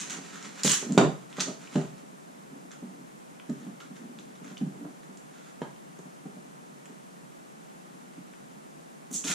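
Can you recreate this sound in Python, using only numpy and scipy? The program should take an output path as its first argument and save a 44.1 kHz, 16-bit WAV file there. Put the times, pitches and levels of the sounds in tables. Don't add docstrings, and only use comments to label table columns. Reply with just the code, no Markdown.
import sys
import numpy as np
from scipy import signal
from scipy.fft import rfft, irfft, next_fast_len
from scipy.io import wavfile
from scipy.ndimage import map_coordinates

SR = 44100
rng = np.random.default_rng(int(sys.argv[2]) if len(sys.argv) > 2 else 0)


def bounce(signal):
    frames = np.transpose(np.atleast_2d(signal))
    limited = np.clip(frames, -1, 1)
    pcm = np.round(limited * 32767).astype(np.int16)
    wavfile.write(sys.argv[1], SR, pcm)


N = 411894


def amp(db):
    return 10 ** (np.asarray(db) / 20)


def unit(x):
    return x / np.sqrt(np.mean(x ** 2) + 1e-20)


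def crest(x):
    return x / (np.abs(x).max() + 1e-12)


def along(points, hz):
    point_hz, value = np.transpose(points)
    return np.interp(np.log(hz + 1), np.log(point_hz + 1), value)


def below(hz, top_hz):
    return 1 / np.hypot(1, (hz / top_hz) ** 2)


def wobble(knots_per_s):
    knots = rng.standard_normal(int(N * knots_per_s / SR) + 4)
    return map_coordinates(knots, [np.arange(N) * knots_per_s / SR])


def coloured(x, gain):
    n = x.shape[-1]
    m = 2 * next_fast_len(n // 2 + 4096)
    hz = np.fft.rfftfreq(m, 1 / SR)
    cepstrum = irfft(np.log(np.maximum(gain(hz), 1e-6)))
    cepstrum[1:m // 2] *= 2
    cepstrum[m // 2 + 1:] = 0
    response = np.exp(rfft(cepstrum))
    return irfft(rfft(x, m) * response, m)[..., :n]


def filtered(x, gain):
    m = next_fast_len(N + SR // 2)
    return irfft(rfft(x, m) * gain(np.fft.rfftfreq(m, 1 / SR)), m)[..., :N]


def shaped(x, spectrum):
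    return coloured(x, lambda hz: amp(along(spectrum, hz)))


def spread(pair, width):
    side = shaped(pair[1], width)
    return np.array([pair[0] + side, pair[0] - side])


def add(track, start_s, sound):
    start = max(round(start_s * SR), 0)
    part = sound[:, :max(N - start, 0)]
    track[:, start:start + part.shape[1]] += part


def snaps(n, per_s, scatter_db):
    chance, size = rng.random(n), rng.standard_normal(n)
    height = amp(scatter_db * np.clip(size, -2, 2))
    return unit((chance < per_s / SR) * height * rng.choice([-1, 1], n))


# frequency in Hz, t60 in s.
ROOM_T60 = [(120, 0.5), (320, 0.25), (840, 0.37), (2200, 0.32), (5800, 0.36), (14000, 0.25)]
# frequency in Hz, side re mid gain in dB.
ROOM_WIDTH = [(130, 0.5), (280, -30), (500, -6), (900, 1), (1400, -1.5), (2200, -0.5), (4000, -6.5),
              (7500, 3.5), (12000, 2)]


def in_room(x, wet_db, build_s=0.0016):
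    hz, t, z = signal.stft(rng.standard_normal((2, SR // 2)), SR, nperseg=256)
    decay = amp(-60 * t / along(ROOM_T60, hz)[:, None])
    tail = signal.istft(z * decay, SR, nperseg=256)[1]
    tail_t = np.arange(tail.shape[1]) / SR
    tail = tail * (1 - np.exp(-(tail_t / build_s) ** 2))
    answer = amp(wet_db) * spread(tail / np.linalg.norm(tail[0]), ROOM_WIDTH)
    answer[:, 0] += 1
    return signal.fftconvolve(x[None], answer, axes=1)


# frequency in Hz, gain in dB.
QUIET_SPECTRUM = [(40, -6), (110, -2.5), (190, 1.5), (300, -3.5), (500, -10), (1000, -15), (2000, -18.5),
                  (3300, -22.5), (4800, -25.5), (7000, -22.5), (9500, -25.5), (12000, -31), (15000, -40.5)]
# frequency in Hz, side re mid gain in dB.
QUIET_WIDTH = [(130, 1), (250, 0.5), (400, 5), (750, 10.5), (1300, 8), (2400, 0), (4400, -3.5), (8000, 0.5)]


def room_tone(level_db=-49):
    noise = shaped(rng.standard_normal((2, N)), QUIET_SPECTRUM)
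    return amp(level_db) * unit(spread(noise, QUIET_WIDTH))


# start in seconds, time to release in seconds, motion level in dB.
SWISHES = [(0, 0.97, -55), (1.286, 0.19, -55), (1.553, 0.18, -61.5), (1.686, 0.054, -55)]
# frequency in Hz, gain in dB.
RUSTLE_SPECTRUM = [(200, -5), (800, -3), (1400, 0.5), (2600, -2.5), (4900, -7.5), (7200, -4), (9000, -14.5),
                   (11500, -26), (15000, -59)]
# frequency in Hz, gain in dB.
HOLLOW_SPECTRUM = [(40, -19), (90, -2), (150, -9.5), (200, 3.5), (265, 4), (380, -7.5), (520, -17.5),
                   (1000, -28.5), (3000, -51.5)]
SWISH_ATTACK_S, SWISH_RELEASE_S = 0.046, 0.13


def handling(bump_db=-2):
    t = np.arange(N) / SR
    motion = np.zeros(N)
    for start_s, length_s, db in SWISHES:
        rise = np.clip((t - start_s) / SWISH_ATTACK_S, 0, 1)
        settle = np.exp(-np.maximum(t - start_s - length_s, 0) / SWISH_RELEASE_S)
        motion += amp(db) * rise * settle
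    fibres = unit(shaped(snaps(N, per_s=1100, scatter_db=0.5), RUSTLE_SPECTRUM))
    bumps = unit(shaped(snaps(N, per_s=460, scatter_db=3.0), HOLLOW_SPECTRUM))
    unevenness = amp(3.3 * wobble(knots_per_s=24.54))
    cloth = motion * unevenness * (fibres + amp(bump_db) * bumps)
    return in_room(cloth, wet_db=-2.5)[:, :N]


def murmur(length_s):
    n = int(length_s * SR)
    slips = signal.windows.tukey(n, .6) * snaps(n, per_s=430, scatter_db=6.5)
    return in_room(unit(shaped(slips, HOLLOW_SPECTRUM)), wet_db=-6.0)


# frequency in Hz, gain in dB.
LABEL_SPECTRUM = [(300, -31), (800, 7), (1450, 6.5), (2400, 1), (3500, 2), (5100, -6.5), (6300, 4.5),
                  (7400, 0), (8600, -9), (10500, -11.5), (11600, -23), (14500, -22.5)]
FIZZ_HZ = 9800


def flap(x, flap_hz, fizz_db):
    fizz = lambda hz: fizz_db * np.clip(2 * (hz / FIZZ_HZ) ** 2 - 1.5, 0, 1)
    radiation = lambda hz: (hz / np.hypot(hz, flap_hz)) ** 3
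    return coloured(x, lambda hz: amp(along(LABEL_SPECTRUM, hz) + fizz(hz)) * radiation(hz))


# start in seconds, length in seconds, level before the room in dB,
# swell over the pull in dB, lowest flap pitch at the start in Hz, at the end in Hz,
# opening snap in dB, fizz in dB, strands breaking per second.
PULLS = [(0, 0.052, -44.5, -21, 1280, 1200, 8, -2, 860), (0.098, 0.051, -44, -10.5, 1120, 950, -3, -2, 780),
         (0.635, 0.11, -32.5, -3.5, 2460, 1290, -2, 3, 650),
         (1.402, 0.014, -35.5, 2, 1200, 1200, 7, -6, 2500),
         (9.108, 0.041, -46, 11, 8500, 8000, -8, 2, 1500), (9.139, 0.027, -38, 3, 8000, 7500, -5, -9, 3200),
         (9.24, .022, -41.5, 2, 2200, 1700, -6, 0, 900),
         (9.263, 0.068, -36.5, -0.5, 1390, 1300, -9, 2.5, 2100)]
LET_GO_S, STRAND_DECAY_S = 0.002, .00018
TUG_DB = -9


def peeling():
    out = np.zeros((2, N))
    for start_s, length_s, db, swell_db, start_hz, end_hz, snap_db, fizz_db, strands_per_s in PULLS:
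        n = int(length_s * SR)
        done = np.linspace(0, 1, n)
        strands = np.abs(snaps(n, per_s=strands_per_s, scatter_db=2.6))
        strain = unit(signal.lfilter([1], [1, -np.exp(-1 / (STRAND_DECAY_S * SR))], strands))
        glue = (strain + .24) * rng.standard_normal(n)
        opening_db = snap_db * np.exp(-done * length_s / LET_GO_S)
        pull = glue * amp(swell_db * done + opening_db)
        early, late = np.pad(pull * [1 - done, done], ((0, 0), (0, SR // 100)))
        tear = flap(early, start_hz, fizz_db) + flap(late, end_hz, fizz_db)
        add(out, start_s, amp(db) * in_room(unit(tear), wet_db=0))
        add(out, start_s, amp(db + TUG_DB) * murmur(length_s))
    return out


# frequency in Hz, level in dB re its family, t60 in s at ring share 1.
SHELL_MODES = [(134.3, -13.5, 0.33), (157.8, -1, .18), (190.1, 10.5, 0.15), (240.3, 6.5, 0.13),
               (252.4, 3.5, .13), (272.5, -0.5, 0.18), (309.4, 0.5, 0.099), (357.6, 2.5, 0.12),
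               (393, -4.5, 0.28), (413.2, 7.5, 0.063), (441, -5, 0.11), (484, -4.5, 0.1), (547, -9, 0.16),
               (600, -1, 0.097), (654, -5, 0.085), (710, -5.5, 0.073), (870, 4, 0.017), (996, -2, .07),
               (1210, 9, 0.018), (1247, -2, 0.096), (1570, 0, .03), (1810, 1, 0.039)]
# frequency in Hz, gain in dB.
CRACK_SPECTRUM = [(250, -2.5), (500, 3), (780, 6), (1000, 0.5), (1300, 0.5), (1700, -3.5), (2100, -9.5),
                  (4000, -8.5), (5200, -16.5), (7000, -8.5), (10000, -28.5)]
THUD_DB, THUD_DB_PER_DB = -16.5, 0.5452
PANEL_DB, PANEL_DB_PER_DB = -1, 0.75


def blow(db, hardness_db, lid_db, top_hz, ring_share, clack_db=3, rim_db=-9, crack_t60_s=0.034):
    t = np.arange(SR // 3) / SR
    hz, level_db, t60_s = np.transpose(SHELL_MODES)[:, :, None]
    family = np.digitize(hz[:, 0], [172, 290, 410, 750])
    modes = amp(level_db - 60 * t / (t60_s * ring_share)) * np.sin(2 * np.pi * hz * t)
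    sign = np.where(hz > 410, rng.choice([-1, 1], hz.shape), 1)
    ring = sign * modes * amp(1.5 * rng.standard_normal(hz.shape))
    thud, boom, panels, lid, rim = [crest(ring[family == k].sum(0)) for k in range(5)]
    contact_s = np.clip(.0005 * amp(-hardness_db), .0005, .005)
    push = 1 - np.exp(-(t / contact_s) ** 2)
    body = boom + amp(THUD_DB + THUD_DB_PER_DB * (db + 21.5)) * thud
    crack = shaped(rng.standard_normal(len(t)) * amp(-60 * t / crack_t60_s), CRACK_SPECTRUM)
    edge = coloured(crest(crest(crack) + amp(rim_db) * rim), lambda f: below(f, top_hz))
    clatter = amp(PANEL_DB + PANEL_DB_PER_DB * hardness_db) * panels
    clatter = clatter + amp(lid_db) * lid + amp(hardness_db + clack_db) * edge
    return amp(db) * (in_room(push * body, wet_db=-8.5) + in_room(push * clatter, wet_db=-1.5))


# start in seconds, boom level in dB, hardness in dB (sets the clack),
# lid ring re boom in dB, low-pass corner of the clack in Hz, ring share 0-1 (less where a hand damps it).
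KNOCKS = [(.186, -26, -12, -17, 5000, 0.3), (.646, -12, -14.5, -14, 4000, .75),
          (.826, -28.5, -7.5, -6.5, 4000, 1), (.896, -12, -28.5, -23, 2000, 0.93),
          (0.9767, -4.5, -5, -18, 7000, 0.73), (.987, -5, -14, -9, 5000, .85),
          (1.011, -11, -8.5, -6, 4000, 0.6), (1.047, -19.5, -6, 0, 2500, 0.4),
          (1.073, -23, -15, -9, 2500, .5), (1.383, -25.5, -8, -14, 4000, 1),
          (1.466, -29, -15, -6, 2000, .8), (1.481, -23, -12.5, -7, 2480, 0.86),
          (1.755, -9, -14.5, -12, 7000, 0.82), (1.768, -17, -15, -14, 2500, 0.8),
          (1.812, -25.5, -12, -12, 5000, .7), (2.823, -24.5, -18, -26, 1500, 0.88),
          (3.492, -12.5, -22, -25, 2500, 0.7), (3.663, -21.5, -23, -23, 1500, 0.82),
          (3.902, -27.5, -32, -25, 1500, 0.86), (4.511, -31.5, -14, -18, 2000, 1),
          (4.61, -11.5, -25.5, -30.5, 2500, 0.84), (4.663, -24, -18, -26, 1500, .83),
          (4.846, -16.5, -19.5, -27, 1200, 0.27), (5.091, -25, -20.5, -24, 1500, 0.4),
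          (5.6171, -26, -3, -15, 3930, 0.43), (5.625, -24, -11.5, -10, 3500, 0.3),
          (5.991, -32.5, -11, -21, 2500, 0.4), (6.254, -22, -18, -18, 1500, 0.45),
          (6.896, -37.5, -11, -17, 2000, 1), (8.178, -24, -32, -28, 1500, 0.5),
          (9.11, -31, -13, -20.5, 2500, 0.9), (9.245, -26.5, -18, -19, 2000, 0.9),
          (9.263, -28, -14, -14, 2000, .8), (9.297, -25.5, -14, -16, 2000, 0.9)]


def knocks():
    out = np.zeros((2, N))
    for start_s, *contact in KNOCKS:
        add(out, start_s, blow(*contact))
    return out


# start in seconds, length in seconds, level before the room in dB.
SCRAPES = [(0.312, 0.065, -55.5), (0.402, 0.021, -57.5), (0.569, 0.05, -52), (1.347, 0.08, -53),
           (2.7, 0.045, -61), (3.495, 0.2, -69), (3.799, 0.025, -56.5), (3.942, 0.032, -61.5),
           (4.411, 0.13, -62), (5.265, 0.29, -67.5)]
# frequency in Hz, gain in dB.
SCRATCH_SPECTRUM = [(500, -38), (950, -11), (1350, 4), (2400, -6), (3600, -6), (5000, -12), (7000, -6),
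                    (9000, -24), (14000, -29)]


def scrapes():
    out = np.zeros((2, N))
    for start_s, length_s, db in SCRAPES:
        n = int(length_s * SR)
        catches = signal.windows.tukey(n, .6) * snaps(n, per_s=700, scatter_db=4.5)
        grit = unit(shaped(catches, SCRATCH_SPECTRUM))
        add(out, start_s, in_room(amp(db) * grit, wet_db=2.0))
    return out


# start in seconds,
# peak in dB before trim and room, corner resonance in Hz, its height in dB, low-pass corner in Hz, burst t60 in s.
PICKS = [(0.426, -34.5, 5900, 10, 9000, 0.019), (.6341, -13, 7340, -2, 15000, 0.0064),
         (0.6467, -14, 7000, 8, 12100, .005), (0.6533, -18, 6500, -1, 12000, 0.0044),
         (.66, -17, 4200, 9, 9000, 0.0055), (0.6774, -12, 4170, 9, 9000, 0.0064),
         (0.6948, -11.5, 5200, 2, 15000, .004), (0.698, -14.5, 4200, 8, 12000, 0.0054),
         (0.711, -16, 4540, 0, 12000, 0.006), (0.717, -9.5, 7500, 4, 12000, .008),
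         (0.7414, -21, 6800, 1, 12000, 0.0055), (0.9223, -25.5, 7000, 7, 9000, .009),
         (1.327, -37, 3330, 15, 4970, .01), (1.3968, -24, 3970, 15, 7000, 0.0072),
         (1.4028, -23, 4780, 12, 9000, 0.0061), (1.407, -14, 5540, 4, 12000, 0.0035),
         (1.409, -21, 4500, 14, 14000, .005), (1.4185, -21, 6000, 12, 9000, 0.0037),
         (1.673, -39, 3040, 9, 6000, .016), (2.715, -42, 6360, 5, 9000, 0.017),
         (3.398, -36.5, 2960, 8, 2500, .012), (3.497, -41.5, 6500, 4, 9000, .016),
         (3.8026, -40.5, 2200, -2, 7000, 0.014), (4.1872, -37.5, 3960, 11, 7000, 0.012),
         (4.196, -46, 6260, 7, 9000, .012), (4.354, -45, 3480, 5, 6000, .016),
         (4.5703, -35.5, 3130, 8, 6500, 0.016), (4.578, -39, 5500, 9, 8000, .012),
         (5.033, -44, 3220, 1, 6000, .016), (5.1722, -40, 6900, 0, 9000, 0.018),
         (5.762, -52, 3100, 12, 3500, 0.011), (5.9885, -44, 7350, 8, 9000, .016),
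         (6.856, -40, 4500, -15, 9000, 0.015), (8.136, -47, 3166, 3, 4000, .016),
         (8.336, -44, 3300, 2, 4500, .012), (9.137, -26, 7500, 6, 14000, .005),
         (9.2399, -30, 3020, 9, 9000, 0.0063), (9.3025, -29, 3800, 4, 9000, 0.0046)]
# frequency in Hz, gain in dB.
NAIL_SPECTRUM = [(600, -41), (1000, -7), (1600, -5.5), (3300, 0.5), (5200, -2.5), (7200, 5), (9000, -10),
                 (11500, -28), (15000, -30)]
CORNER_OCTAVES = 0.26
TREBLE_DB, TREBLE_DB_PER_OCTAVE = -13.5, 29


def picks(trim_db=-1):
    out, t = np.zeros((2, N)), np.arange(SR // 20) / SR
    for start_s, db, ring_hz, ring_db, top_hz, t60_s in PICKS:
        attack = 1 - np.exp(-t / .0002)
        burst = rng.standard_normal(len(t)) * amp(-60 * t / t60_s) * attack
        treble_db = TREBLE_DB + TREBLE_DB_PER_OCTAVE * np.log2(ring_hz / 4000)

        def gain(hz):
            corner_db = ring_db / (1 + (np.log2((hz + 1) / ring_hz) / CORNER_OCTAVES) ** 2)
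            shelf_db = treble_db * hz ** 2 / (hz ** 2 + 3500 ** 2)
            return amp(along(NAIL_SPECTRUM, hz) + corner_db + shelf_db) * below(hz, top_hz)

        click = crest(coloured(burst, gain))
        add(out, start_s, amp(db + trim_db) * in_room(click, wet_db=-3.5))
    return out


# start in seconds, length in seconds, level before the room in dB.
RUBS = [(.83, 0.18, -38.5), (2.5, 0.1, -51), (2.839, 0.25, -55.5), (3.55, 0.19, -52), (3.881, 0.49, -54.5),
        (4.44, 0.047, -50.5), (4.723, 0.21, -48.5), (9.24, 0.051, -46)]


def rubs():
    out = np.zeros((2, N))
    for start_s, length_s, db in RUBS:
        add(out, start_s, amp(db) * murmur(length_s))
    return out


# start in seconds, boom level in dB.
TAPS = [(2.032, -34), (2.128, -38.5), (2.296, -40), (2.525, -46), (2.65, -37), (3.01, -36), (3.853, -37),
        (4.039, -34), (4.191, -36), (4.413, -32), (4.753, -29), (5.893, -35.5), (6.055, -32.5), (6.33, -38),
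        (6.366, -29.5), (6.45, -37), (6.509, -44), (6.609, -41), (6.684, -42), (6.737, -46), (7.196, -42),
        (7.384, -44), (7.94, -36), (8.029, -37), (8.452, -40)]


def taps():
    out = np.zeros((2, N))
    for start_s, db in TAPS:
        add(out, start_s, blow(db, hardness_db=-16, lid_db=-17.5, top_hz=1200, ring_share=.55))
    return out


# frequency in Hz, left minus right in dB.
CASE_LEAN = [(200, -1), (650, -3.5), (1300, -2.5), (2300, -0.2), (4400, -1.14), (8000, -3.5), (13000, 0)]


def scene():
    case = handling() + peeling() + knocks() + scrapes() + picks() + rubs() + taps()
    placed = filtered(case, lambda hz: amp(np.outer([.5, -.5], along(CASE_LEAN, hz))))
    return placed + room_tone()


# frequency in Hz, gain in dB.
BASS_CUT = [(30, -18), (70, -28), (105, -22.5), (120, -40), (133, -2), (148, 1.5)]
TOP_HZ = 15200


def record(dry):
    return filtered(shaped(dry, BASS_CUT), lambda hz: hz < TOP_HZ)


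dry = scene()
out = record(dry)
bounce(out)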